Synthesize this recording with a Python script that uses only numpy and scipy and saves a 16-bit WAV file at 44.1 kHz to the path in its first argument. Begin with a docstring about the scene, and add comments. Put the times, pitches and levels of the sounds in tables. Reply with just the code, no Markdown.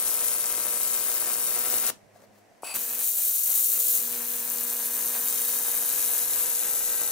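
"""A handheld laser welder on a steel bench: the first seam fizzes, sputters and buzzes from the outset.
The beam wobbles 120 times a second; each sweep boils off vapour bursts. It boils harder at the thin tip, then stops.
In the pause a fan is heard, a motor hum dies, a glove rustles and the work knocks; a valve lets gas hiss through
the nozzle. The beam relights with a flare, pierces as a growing steady jet, then throbs and runs a second seam."""
import sys
import numpy as np
from scipy import signal
from scipy.fft import rfft, irfft, next_fast_len
from scipy.io import wavfile
from scipy.ndimage import uniform_filter1d

SR = 44100
rng = np.random.default_rng(int(sys.argv[2]) if len(sys.argv) > 2 else 0)


def output_pcm(signal):
    """Save a mono or channel-first signal as 16-bit PCM at the path in sys.argv[1].

    Samples are clipped to [-1, 1] before scaling.
    """
    pcm = np.clip(np.atleast_2d(signal).T, -1, 1) * 32767
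    wavfile.write(sys.argv[1], SR, np.round(pcm).astype(np.int16))


N = 313551
TIME = np.arange(N) / SR
SIZE = next_fast_len(N + SR // 2, real=True) // 2 * 2
FREQS = np.maximum(np.arange(SIZE // 2 + 1) * SR / SIZE, 1)
WOBBLE_HZ = 120.005
VALVE_S = 2.622   # also parts the first weld's settings from the second's


def from_db(db):
    """Decibels to gain."""
    return 10 ** (np.asarray(db) / 20)


def rms_one(x):
    """Scale to unit rms."""
    return x / np.sqrt(np.mean(x ** 2) + 1e-20)


def in_time(rows):
    """One curve over time per column."""
    s, *columns = np.transpose(rows)
    return [np.interp(TIME, s, c) for c in columns]


def in_frequency(rows):
    """One gain curve per dB column, interpolated over log frequency."""
    hz, *columns = np.transpose(rows)
    return [from_db(np.interp(np.log(FREQS), np.log(hz), c)) for c in columns]


def between(start, end, edge=0.0014):
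    """A gate, open from start to end, with straight ramps outside."""
    opening = np.clip((TIME - start) / edge + 1, 0, 1)
    closing = np.clip((end - TIME) / edge + 1, 0, 1)
    return opening * closing


def ramp(start, length):
    """A straight rise from 0 to 1."""
    return np.clip((TIME - start) / length, 0, 1)


def swell(s, length):
    """A bell of height 1."""
    return np.exp(-np.minimum(((TIME - s) / length) ** 2, 50))


def decay(start, tau):
    """Sudden start, exponential fall."""
    return (TIME >= start) * np.exp(-np.clip((TIME - start) / tau, 0, 50))


def drift(rate):
    """Random curve of rms 1, straight between `rate` knots a second."""
    knots = np.arange(N) * rate / SR
    return rms_one(np.interp(knots, np.arange(N // 8), rng.standard_normal(N // 8)))


def high_pass(hz, order=4):
    """Gain of a Butterworth high-pass."""
    return 1 / np.sqrt(1 + (hz / FREQS) ** (2 * order))


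def low_pass(hz, order=4):
    """Gain of a Butterworth low-pass; far above the cut-off its fall stops at a floor near -400 dB."""
    ratio = np.minimum(FREQS / hz, 10 ** (20 / order))   # the limit stops overflow
    return 1 / np.sqrt(1 + ratio ** (2 * order))


def colour(x, gain):
    """Causal (minimum-phase) filter with the given gain curve."""
    cepstrum = irfft(np.log(gain + 1e-5 * gain.max()))
    cepstrum[1:SIZE // 2] *= 2
    cepstrum[SIZE // 2 + 1:] = 0
    return irfft(rfft(x, SIZE) * np.exp(rfft(cepstrum)))[..., :N]


def grains(spread_db, rate):
    """Noise whose strength wanders at random."""
    return rms_one(rng.standard_normal(N) * from_db(spread_db * np.clip(drift(rate), -2, 2)))


def sweeps(bursts, between_db, uneven_db, jitter):
    """Vapour jet strength: every sweep repeats the bursts, unequal in level and jittered (cycles)."""
    power = from_db(between_db) ** 2
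    for start, length, db in bursts:
        cycle = WOBBLE_HZ * TIME - start + jitter * drift(60) + 2
        sweep_db = db + uneven_db * np.clip(rng.standard_normal(N // 100), -2, 2)
        strength = from_db(sweep_db)[cycle.astype(int)]
        power = power + (strength * np.exp(-(cycle % 1) / length)) ** 2
    return rms_one(np.sqrt(uniform_filter1d(power, size=5)))


# Vapour bursts in one sweep. Each row: start in cycles, decay in cycles, level in dB.
FIRST_BURSTS = [(.008, .055, 0), (.07, .06, -6), (.205, .08, -5), (.5, .04, -3), (.6, .11, -11),
                (.725, .11, -6.5)]
SECOND_BURSTS = [(.205, .038, .7), (.3, .08, -8), (.405, .11, -8), (.703, .038, -2), (.81, .09, -10.5),
                 (.94, .1, -6)]
# Slower slops of the melt in one sweep. Each row: start in cycles, decay in cycles, level in dB.
FIRST_SLOPS = [(.14, .1, 0), (.66, .18, -2)]
SECOND_SLOPS = [(.36, .14, 0), (.88, .18, 0)]
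# Fizz colour. Each row: frequency in Hz, first seam in dB, piercing in dB, second seam in dB.
FIZZ_COLOUR = [(3000, -13.5, -20, -15.5), (3930, -12.5, -15.5, -12), (5090, -10, -17.5, -13.5),
               (6550, -6, -6, -4.5), (7500, -3.5, -6.5, -5.5), (8260, -3, -5, -3), (9430, 1.5, -5, -3),
               (10020, 6, 0, 2.5), (10500, -0.2, -2, -0.5), (12000, 2, -3.5, -1.5), (12800, 1.5, 4, 3.5),
               (13800, 2.5, -0.5, 0.5), (14940, 3.5, 3, 4), (15600, -2, -5, -6.5)]
# Sputter colour. Each row: frequency in Hz, first seam in dB, second seam in dB.
SPUTTER_COLOUR = [(60, -7, -26), (131, -10.5, -13), (219, -9.5, -3), (342, -4.5, -3), (544, 1.5, 2.5),
                  (905, -2, -1.5), (1150, 0, -0.5), (2140, -3, -1), (2500, -2.5, 1), (2930, -2.5, -2)]
LULL_DB, UNEVEN_DB, JITTER_CYCLES = -21, 1.3, .003
# share of the second weld's jet power that pulses only gently (0-1)
STEADY_PIERCING, STEADY_RUNNING = 0.97, 0.15


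def weld():
    """Vapour bursts gate a bright fizz, melt slops a duller sputter; while piercing the jet hardly pulses."""
    first, second = lit()
    fizz_db, sputter_db = boiling()
    steady = np.clip(STEADY_RUNNING + (STEADY_PIERCING - STEADY_RUNNING) * piercing(), 0, 1)
    phase = 2 * np.pi * WOBBLE_HZ * TIME
    gentle_jet = from_db(2.0 * np.cos(2 * phase) + 1.3 * np.sin(phase) + 1.0 * drift(250))
    jets = [sweeps(FIRST_BURSTS, LULL_DB, UNEVEN_DB, JITTER_CYCLES),
            gentle_jet,
            sweeps(SECOND_BURSTS, LULL_DB, UNEVEN_DB, JITTER_CYCLES)]
    shares = [first, second * np.sqrt(steady), second * np.sqrt(1 - steady)]
    fizz = 0
    for share, jet, gain in zip(shares, jets, in_frequency(FIZZ_COLOUR)):
        hiss = jet * grains(spread_db=1.0, rate=4000)
        fizz = fizz + share * rms_one(colour(hiss, gain * high_pass(2820)))
    # two slops a sweep, at the turns of the beam
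    slops = [sweeps(FIRST_SLOPS, between_db=-9.5, uneven_db=1.5, jitter=0.0098),
             sweeps(SECOND_SLOPS, between_db=1.5, uneven_db=3.5, jitter=0.014)]
    sputter = 0
    for gate, slop, gain in zip([first, second], slops, in_frequency(SPUTTER_COLOUR)):
        lumps = slop * grains(spread_db=2.5, rate=1500)
        sputter = sputter + gate * rms_one(colour(lumps, gain * low_pass(4030) * high_pass(96, order=3)))
    return from_db(fizz_db) * fizz + from_db(sputter_db) * sputter


# Beam lit, one row per weld. Each row: start in seconds, end in seconds.
WELDS = [(0, 1.903), (2.741, 8)]


def lit():
    """One gate per weld."""
    return [between(start, end) for start, end in WELDS]


# Base levels, one row per weld. Each row: fizz, sputter, 2nd harmonic, 4th harmonic, other harmonics, all in dB.
WELD_LEVELS = [(-24.5, -46.5, -62, -51.5, -45.5), (-25, -48, -62, -52, -48)]


def weld_levels():
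    """Each layer's level in dB, first weld's until the valve opens, then the second's."""
    return [np.where(TIME < VALVE_S, first_db, second_db) for first_db, second_db in zip(*WELD_LEVELS)]


# Fizz is loudest where the melt passes under the microphone, one row per weld.
# Each row: time in seconds, length in seconds, loss far from there in dB.
PASSES = [(0.05, 0.98, 0.2), (6.112, 1.43, 4.5)]
PIERCE_DB, PIERCE_DB_PER_S = 5, 2.6   # the jet grows as the hole deepens
TIP_FIZZ_DB, TIP_SPUTTER_DB = 1, 5


def boiling(unrest_db=0.54, gust_db=1.28):
    """Fizz and sputter levels in dB: piercing trades sputter for fizz; tip raises both, surges shift them."""
    fizz_db, sputter_db = weld_levels()[:2] + surging() + unrest_db * drift(22)
    off_axis_db = sum(gate * loss_db * (1 - swell(s, length))
                      for gate, (s, length, loss_db) in zip(lit(), PASSES))
    jet_db = piercing() * (PIERCE_DB + PIERCE_DB_PER_S * (TIME - PIERCE_START_S))
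    fizz_db = fizz_db - off_axis_db + jet_db + TIP_FIZZ_DB * tip()
    sputter_db = sputter_db - pool_loss(empty_db=5.5, refill_s=0.83)
    sputter_db = sputter_db + TIP_SPUTTER_DB * tip() + gust_db * drift(26)
    return fizz_db, sputter_db


# Flare as the beam lights. One row: time in seconds, length in seconds, fizz gain in dB, sputter gain in dB.
FLARE = (2.761, 0.012, 5.3, 13)
# The melt boils up. Each row: time in seconds, fizz gain in dB, sputter gain in dB.
SURGES = [(1.72, 0.5, 2), (3.53, 0.3, 4.5), (3.75, 1, 4), (4.18, -0.5, 4), (5.14, 0, 2.8), (5.73, 0.5, 2),
          (6.95, 1.5, 1.5)]
SURGE_S = 0.062


def surging():
    """Fizz and sputter gains in dB from the flare and from each time the melt boils up."""
    rows = [FLARE] + [(s, SURGE_S, *gains) for s, *gains in SURGES]
    return sum(np.outer(gains, swell(s, length)) for s, length, *gains in rows)


PIERCE_START_S, PIERCE_END_S, PIERCE_EDGE_S = 3.037, 3.97, 0.062


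def piercing():
    """1 while the beam bores in place."""
    return between(PIERCE_START_S, PIERCE_END_S, edge=PIERCE_EDGE_S)


POOL_LACK_AT_START, REFILL_START_S = 0.31, 3.64   # lack as a share, 0-1


def pool_loss(empty_db, refill_s):
    """Loss in dB while the second pool lacks melt: short at first, blown empty by piercing, then refilled."""
    blown_out = ramp(PIERCE_START_S - PIERCE_EDGE_S / 2, PIERCE_EDGE_S)
    lack = (TIME > VALVE_S) * (POOL_LACK_AT_START + (1 - POOL_LACK_AT_START) * blown_out)
    return empty_db * lack * np.exp(-np.maximum(TIME - REFILL_START_S, 0) / refill_s)


TIP_S, TIP_RISE_S = 1.515, 0.39


def tip():
    """Rises from 0 to 1 as the first seam runs out onto the thin tip of the work."""
    return ramp(TIP_S, TIP_RISE_S) * (TIME < VALVE_S)


def spray(coarse_db=-41, lowest_hz=2300, top_hz=6000, fine_db=-29, fine_hz=12800):
    """At the thin tip the gas tears a spray off the melt: coarse drops and a fine sizzle."""
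    coarse_gain = high_pass(lowest_hz, order=2) * low_pass(top_hz, order=2)
    coarse = rms_one(colour(grains(spread_db=4.0, rate=1500), coarse_gain))
    fine = rms_one(colour(grains(spread_db=3.0, rate=1500), high_pass(fine_hz, order=10)))
    return tip() ** 3 * lit()[0] * (from_db(coarse_db) * coarse + from_db(fine_db) * fine)


# Wobble harmonics besides the 2nd and 4th.
# Each row: multiple, first seam in dB, second seam in dB, end of second seam in dB.
HARMONICS = [(3, -15, -22, -13), (5, -10, -16, -11.5), (6, -16.5, -16.5, -21), (7, -18, -16.5, -11),
             (8, -9.5, -8.5, -13), (9, -13, -11, -13), (10, -10.5, -12, -17), (11, -11, -14.5, -10),
             (13, -11, -10.5, -6.5), (14, -25, -9, -16), (15, -14, -11.5, -21), (16, -27, -21, -9),
             (17, -13.5, -14, -26), (18, -13.5, -20, -26), (20, -17.5, -21, -17), (21, -15, -15.5, -24)]
SEAM_END_S = 6.54   # the buzz changes colour from here


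def buzz(scatter=0.96, rough_db=2.5, waver=0.34, sway_db=0.9):
    """The plume swells in step with the wobble and radiates its harmonics; scatter and waver in radians."""
    second_db, fourth_db, others_db = throbbing()
    phase = 2 * np.pi * WOBBLE_HZ * TIME
    first, second = lit()
    late = ramp(SEAM_END_S, 0.1)
    upper = 0
    for multiple, first_db, second_seam_db, late_db in HARMONICS:
        second_gain = (1 - late) * from_db(second_seam_db) + late * from_db(late_db)
        gain = first * from_db(first_db) + second * second_gain
        offset = scatter * rng.standard_normal() + waver * drift(7.3)
        upper = upper + gain * from_db(sway_db * drift(12)) * np.cos(multiple * (phase - 1.0) + offset)
    low = from_db(second_db + 0.85 * drift(16)) * np.sin(2 * phase)
    low = low + from_db(fourth_db + 0.7 * drift(9)) * np.sin(4 * phase)
    return np.sqrt(2) * (from_db(others_db + rough_db * drift(200)) * upper + (first + second) * low)


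# the fresh pool throbs at the 2nd harmonic, then settles
THROB_S, THROB_RISE_S, THROB_DB, THROB_SAG_DB_PER_S = 4.07, 0.17, 9, 4
TIP_THROB_DB = 6.5


def throbbing(surge_share=0.52):
    """Levels of the 2nd, 4th and other harmonics in dB; they need melt and swell as it boils up."""
    second_db, fourth_db, others_db = np.array(weld_levels()[2:]) + surge_share * surging()[1]
    sagging_db = THROB_DB - THROB_SAG_DB_PER_S * (TIME - THROB_S)
    fresh_db = ramp(THROB_S - THROB_RISE_S, THROB_RISE_S) * sagging_db
    pierce_loss_db = piercing() * pool_loss(empty_db=9.5, refill_s=0.2)
    return (second_db + fresh_db + TIP_THROB_DB * tip() - pierce_loss_db,
            fourth_db - pool_loss(empty_db=9.5, refill_s=0.079),
            others_db - pool_loss(empty_db=25.0, refill_s=0.33))


def flutter(below_throb_db=-9, lowest_hz=140, top_hz=340, lumpy_db=4.0):
    """The unsteady plume adds low noise, different at each port, that follows the 2nd harmonic's level."""
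    band = high_pass(lowest_hz, order=4) * low_pass(top_hz, order=3)
    rumble = rms_one(colour(rng.standard_normal((2, N)), band))
    return from_db(throbbing()[0] + below_throb_db + lumpy_db * drift(30)) * sum(lit()) * rumble


# Spatter leaving the melt. Each row: time in seconds, peak level in dB.
SPITS = [(0.581, -30), (.6562, -30), (1.0976, -32), (1.2232, -27), (1.2729, -28.5), (1.3562, -29),
         (1.5644, -27), (1.5726, -24.5), (1.6727, -26), (1.7307, -29), (1.739, -29), (1.9012, -26),
         (2.7692, -30), (5.6826, -30), (5.8239, -31), (6.1326, -30), (6.7407, -33), (7.0152, -26.5)]
# Point of the sweep where droplets fly off: first seam in cycles, second seam in cycles.
SPIT_TURNS = [.73, .92]


def spits(small_db=-38, per_sweep=.2, spread_db=2):
    """Droplets leave with a dull tick; random sweeps throw small ones, fainter while the pool lacks melt."""
    spread = spread_db * np.clip(rng.standard_normal(N), -2, 2)
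    small = from_db(small_db - pool_loss(empty_db=18, refill_s=0.44) + spread)
    turns = sum(gate * (np.diff((WOBBLE_HZ * TIME - turn) % 1, prepend=0) < 0)
                for gate, turn in zip(lit(), SPIT_TURNS))
    clicks = -small * turns * (rng.random(N) < per_sweep)
    for s, db in SPITS:
        clicks[round(s * SR)] = -from_db(db)
    ticks = colour(clicks, high_pass(293, order=2) * low_pass(1160, order=2))
    return ticks * np.abs(clicks).max() / np.abs(ticks).max()


# Nozzle resonances. Each row: frequency in Hz, width in Hz, level in dB.
NOZZLE = [(895, 380, -4), (2560, 180, 2), (4630, 92, 2.5), (7950, 290, 1.5), (10260, 450, 4),
          (11300, 410, -8), (14450, 550, -8), (15400, 500, -12)]
VALVE_DB, PUFF_S, PUFF_DB, PUFF_HZ = -45, 2.6341, -21, 776   # puff level before its high-pass
# a full rush, masked and dying once the beam is lit
GAS_DB, GAS_RISE_S, GAS_FALL_S, GAS_LIT_DB, GAS_END_S = -36, 0.023, 0.03, -15, 3.05


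def gas(rough_db=1.8):
    """The valve ticks, a pressure puff leaves the nozzle, then the flow sounds its pipe resonances."""
    pipe_power = sum(from_db(db) ** 2 / (1 + ((FREQS - hz) / width) ** 2) ** 2 for hz, width, db in NOZZLE)
    leak = from_db(-13.5) * low_pass(10000, order=12)
    flow_gain = np.sqrt(pipe_power + leak ** 2) * high_pass(420, order=2)
    flow = rms_one(colour(rng.standard_normal(N), flow_gain))
    rush = np.exp(-np.maximum(TIME - WELDS[1][0], 0) / GAS_FALL_S)
    flow *= from_db(GAS_DB + rough_db * drift(140)) * ramp(VALVE_S, GAS_RISE_S) ** 2
    flow *= np.maximum(rush, from_db(GAS_LIT_DB)) * between(0, GAS_END_S)
    tick_gain = (high_pass(8500, order=4) + from_db(-9) * low_pass(1500, order=1)) * low_pass(11500)
    tick = rms_one(colour(rng.standard_normal(N), tick_gain))
    tick *= from_db(VALVE_DB) * decay(VALVE_S, 0.007)
    puff = -from_db(PUFF_DB) * np.sin(2 * np.pi * PUFF_HZ * (TIME - PUFF_S)) * swell(PUFF_S, 0.00066)
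    return flow + tick + colour(puff, high_pass(230, order=2))


# Glove on steel. Each row: time in seconds, length in seconds, level in dB.
RUSTLES = [(2.163, 0.016, -59), (2.227, 0.02, -57), (2.375, 0.031, -63.5)]
# Rustle colour. Each row: frequency in Hz, level in dB.
RUSTLE_COLOUR = [(1000, 10), (1650, 2), (2900, -7), (4300, -1), (10000, -2), (15000, 0.5)]
# Work shifting on the bench. Each row: time in seconds, level in dB, frequency in Hz.
KNOCKS = [(2.078, -52, 640), (2.159, -46, 680), (2.196, -50, 533), (2.223, -49, 530), (2.238, -48, 583)]


def handling(ring_hz=1650, ring_db=-15):
    """A glove brushes the steel as bells of noise; the work knocks softly as decaying tones."""
    strokes = sum(from_db(db) * np.exp(-.5 * np.minimum(((TIME - s) / length) ** 2, 100))
                  for s, length, db in RUSTLES)
    brush_gain = in_frequency(RUSTLE_COLOUR)[0] * high_pass(770)
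    brush = rms_one(colour(grains(spread_db=3.0, rate=520), brush_gain))
    knocks = 0
    for s, db, hz in KNOCKS:
        tone = np.sin(2 * np.pi * hz * (TIME - s))
        ring = from_db(ring_db) * np.sin(2 * np.pi * ring_hz * (TIME - s))
        knocks = knocks + from_db(db) * decay(s, 0.0088) * (tone + ring)
    return strokes * brush + knocks


# Fan colour. Each row: frequency in Hz, level in dB.
FAN_COLOUR = [(25, -15), (60, -22), (110, -28), (220, -2.5), (420, -2), (560, 0), (700, 4), (860, -5),
              (1280, -13), (1900, -9), (3100, -18.5), (3700, -20.5), (6100, -18.5), (6900, -21),
              (8100, -21), (15500, -29)]
FAN_DB = -59
# Motor that cuts out in the pause. Each row: frequency in Hz, level in dB, start of fade in seconds.
MOTOR = [(103.5, -71.5, 2.42), (205, -69.5, 2.385)]
MOTOR_FADE_S = .045


def workshop(side_db=-3, waver_db=2.2):
    """Wide fan noise, and a wavering motor hum that dies away, its overtone first."""
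    common, side = rng.standard_normal((2, N))
    wide = common + from_db(side_db) * side * [[1], [-1]]
    fan = rms_one(colour(wide, in_frequency(FAN_COLOUR)[0]))
    motor = 0
    for hz, db, off_s in MOTOR:
        fade = np.exp(-np.maximum(TIME - off_s, 0) / MOTOR_FADE_S)
        motor = motor + from_db(db + waver_db * drift(9.8)) * np.sin(2 * np.pi * hz * TIME) * fade
    return from_db(FAN_DB) * fan + np.sqrt(2) * motor


DRAUGHT_DB = -71


def draught(left_db=-10, top_hz=170, gust_db=10.0):
    """Moving air flutters faintly on each port, mostly the right one."""
    band = high_pass(113, order=2) * low_pass(top_hz, order=2)
    rumble = rms_one(colour(rng.standard_normal((2, N)), band))
    return from_db(DRAUGHT_DB + gust_db * np.clip(drift(28), -2, 1)) * rumble * from_db([[left_db], [0]])


# Torch position. Each row: time in seconds, left minus right in dB, lead at the left port in ms.
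PLACE = [(0, 3.2, .042), (1.9, 3.2, .042), (2.7, 2.2, .004), (4.5, 2.0, .003), (5.5, 2.2, .015),
         (7.1, 2.8, .034)]
# Extra shading between the ports. Each row: frequency in Hz, left minus right in dB in first seam, in second.
SHADING = [(199, -12, -7.5), (483, -1, -2), (1390, -0.5, -0.6), (4130, 4, 0), (5230, 8, 4.5),
           (6550, 6, 9.5), (7540, 8, 13), (8600, -1, -1), (9300, 7, 2.5), (10200, 3, 3.5), (10700, 9, 0.5),
           (12900, 7.5, 9.5), (15000, -5, -7.5)]
# Fixed narrow dips at the right port. Each row: frequency in Hz, level in dB.
NOTCHES = [(3320, -7), (4870, -10)]
NOTCH_WIDTH_HZ = 94
# First reflections. Each row: delay in ms at each of the four seam times, strength as gain before a high-pass.
LEFT_ECHOES = [(1.61, 1.656, 1.555, 1.644, .12)]
RIGHT_ECHOES = [(1.348, 1.36, 1.337, 1.373, .22), (.7, .7, .721, .727, .16)]


def to_ears(x):
    """The torch is nearer the left of two microphone ports and the right one lies in shadow."""
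    pan_db, lead_ms = in_time(PLACE)
    left, right = reflected(x, LEFT_ECHOES, 0), reflected(x, RIGHT_ECHOES, lead_ms)
    notch_db = sum(db / (1 + ((FREQS - hz) / NOTCH_WIDTH_HZ) ** 2) for hz, db in NOTCHES)
    right = colour(right, from_db(notch_db))
    panned = np.array([left * from_db(pan_db / 2), right * from_db(-pan_db / 2)])
    spectra = rfft(shadowed(panned), SIZE)
    seams = []
    for shade in np.sqrt(in_frequency(SHADING)):   # half the difference goes to each port
        tilt = shade * from_db(pan_db.mean() / 2)
        even_power = np.sqrt(2 / (tilt ** 2 + tilt ** -2))
        seams.append(irfft(spectra * even_power * np.array([shade, 1 / shade]))[:, :N])
    return np.where(TIME < VALVE_S, *seams)


def delayed(x, lags_ms):
    """One copy of the sound for each gliding delay."""
    fine = signal.resample_poly(x, 4, 1)
    return [np.interp((TIME - ms / 1000) * 4 * SR, np.arange(len(fine)), fine) for ms in lags_ms]


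# Seam times: start of first, end of first, start of second, end of second, all in seconds.
SEAM_TIMES_S = [0, 1.9, 2.74, 7.11]


def reflected(x, echoes, lag_ms):
    """The direct sound and its first reflections, whose paths change as the torch travels."""
    lags_ms = [lag_ms + np.interp(TIME, SEAM_TIMES_S, row[:-1]) for row in echoes]
    direct, *copies = delayed(x, [lag_ms] + lags_ms)
    bounced = sum(row[-1] * copy for row, copy in zip(echoes, copies))
    bass = signal.lfilter(*signal.butter(1, 600, fs=SR), bounced)
    return direct + bounced - bass


# Sliding changes in the hiss, mostly dips.
# Each row: start in seconds, end in seconds, from Hz, to Hz, left in dB, right in dB.
SHADOWS = [(0.3, 1.8, 15500, 13700, -19, -3), (0.7, 2.6, 10200, 9950, -5, -5.5),
           (2.9, 9.2, 12200, 11700, 1, -8), (2.9, 5.3, 10470, 10550, -10, -9),
           (2.9, 5.3, 7460, 7540, 1.5, -15)]
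SHADOW_WIDTH_HZ, SHADOW_FADE_S = 225, 0.47   # width to one side


def shadowed(pair):
    """Narrow dips slide through the hiss as torch and clamp move past the ports."""
    for start, end, from_hz, to_hz, *port_db in SHADOWS:
        centre_hz = np.interp(TIME, [start, end], [from_hz, to_hz])
        turn = np.exp(2j * np.pi * np.cumsum(centre_hz) / SR)
        # shift the band to 0 Hz, low-pass it, shift it back
        band = 2 * np.real(turn * signal.lfilter(*signal.butter(1, SHADOW_WIDTH_HZ, fs=SR), pair / turn))
        pair = pair - band * np.outer(1 - from_db(port_db), between(start, end, edge=SHADOW_FADE_S))
    return pair


SCATTER_DB, SCATTER_T60_S = -9.5, 0.023   # level before the high-pass


def bench(x, lowest_hz=1500, right_db=-1, count=20):
    """Clamp, torch and bench scatter short waves; echo patterns crossfade steadily as the torch moves."""
    t = TIME[:SR // 20]
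    echoes = rng.standard_normal((count, 2, len(t))) * from_db(-60 * t / SCATTER_T60_S) * (t > .001)
    echoes /= np.sqrt(np.sum(echoes ** 2, axis=2, keepdims=True))
    echoes = signal.sosfilt(signal.butter(2, lowest_hz, "high", fs=SR, output="sos"), echoes)
    place = np.linspace(0, count - 1, N)
    scattered = 0
    for k, pattern in enumerate(echoes):
        share = np.sqrt(np.maximum(1 - abs(place - k), 0))
        scattered = scattered + signal.oaconvolve(x[None] * share, pattern, axes=1)[:, :N]
    return from_db(SCATTER_DB) * scattered * from_db([[0], [right_db]])


ROOM_T60_S, ROOM_DB = 0.2, -11.5


def room(x, treble_t60_s=0.1, split_hz=5500, boom_gain=from_db(12) / 2, boom_hz=300):
    """A short diffuse tail with a boomy bass; its treble dies first."""
    t = TIME[:SR // 2]
    noise = rng.standard_normal((2, len(t)))
    dull = signal.sosfilt(signal.butter(2, split_hz, fs=SR, output="sos"), noise)
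    boom = signal.sosfilt(signal.butter(4, boom_hz, fs=SR, output="sos"), rng.standard_normal(noise.shape))
    dull += boom_gain * boom
    bright = signal.sosfilt(signal.butter(2, split_hz, "high", fs=SR, output="sos"), noise)
    tail = dull * from_db(-60 * t / ROOM_T60_S) - 0.3 * bright * from_db(-60 * t / treble_t60_s)
    tail *= t > .003
    tail /= np.sqrt(np.sum(tail ** 2, axis=1, keepdims=True))
    return from_db(ROOM_DB) * signal.fftconvolve(x[None], tail, axes=1)[:, :N]


DANCE_DB = -16.5


def scene():
    """All that happens at the torch, heard close up in the workshop."""
    melt = weld() + spray()
    noises = melt + spits() + gas() + handling()
    # the plume dances about, so its sound flickers between the ports
    dance = from_db(DANCE_DB) * melt * drift(440) * [[1], [-1]]
    direct = to_ears(noises + buzz()) + dance
    return direct + bench(noises) + room(noises) + flutter() + workshop() + draught()


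CEILING, CUTOFF_HZ = .62, 15750   # ceiling as amplitude


def record(dry):
    """Peaks are rounded towards a ceiling and the top is cut steeply."""
    rounded = dry / (1 + (dry / CEILING) ** 4) ** (1 / 4)
    return irfft(rfft(rounded, SIZE) * low_pass(CUTOFF_HZ, order=200))[:, :N]


dry = scene()
out = record(dry)
output_pcm(out)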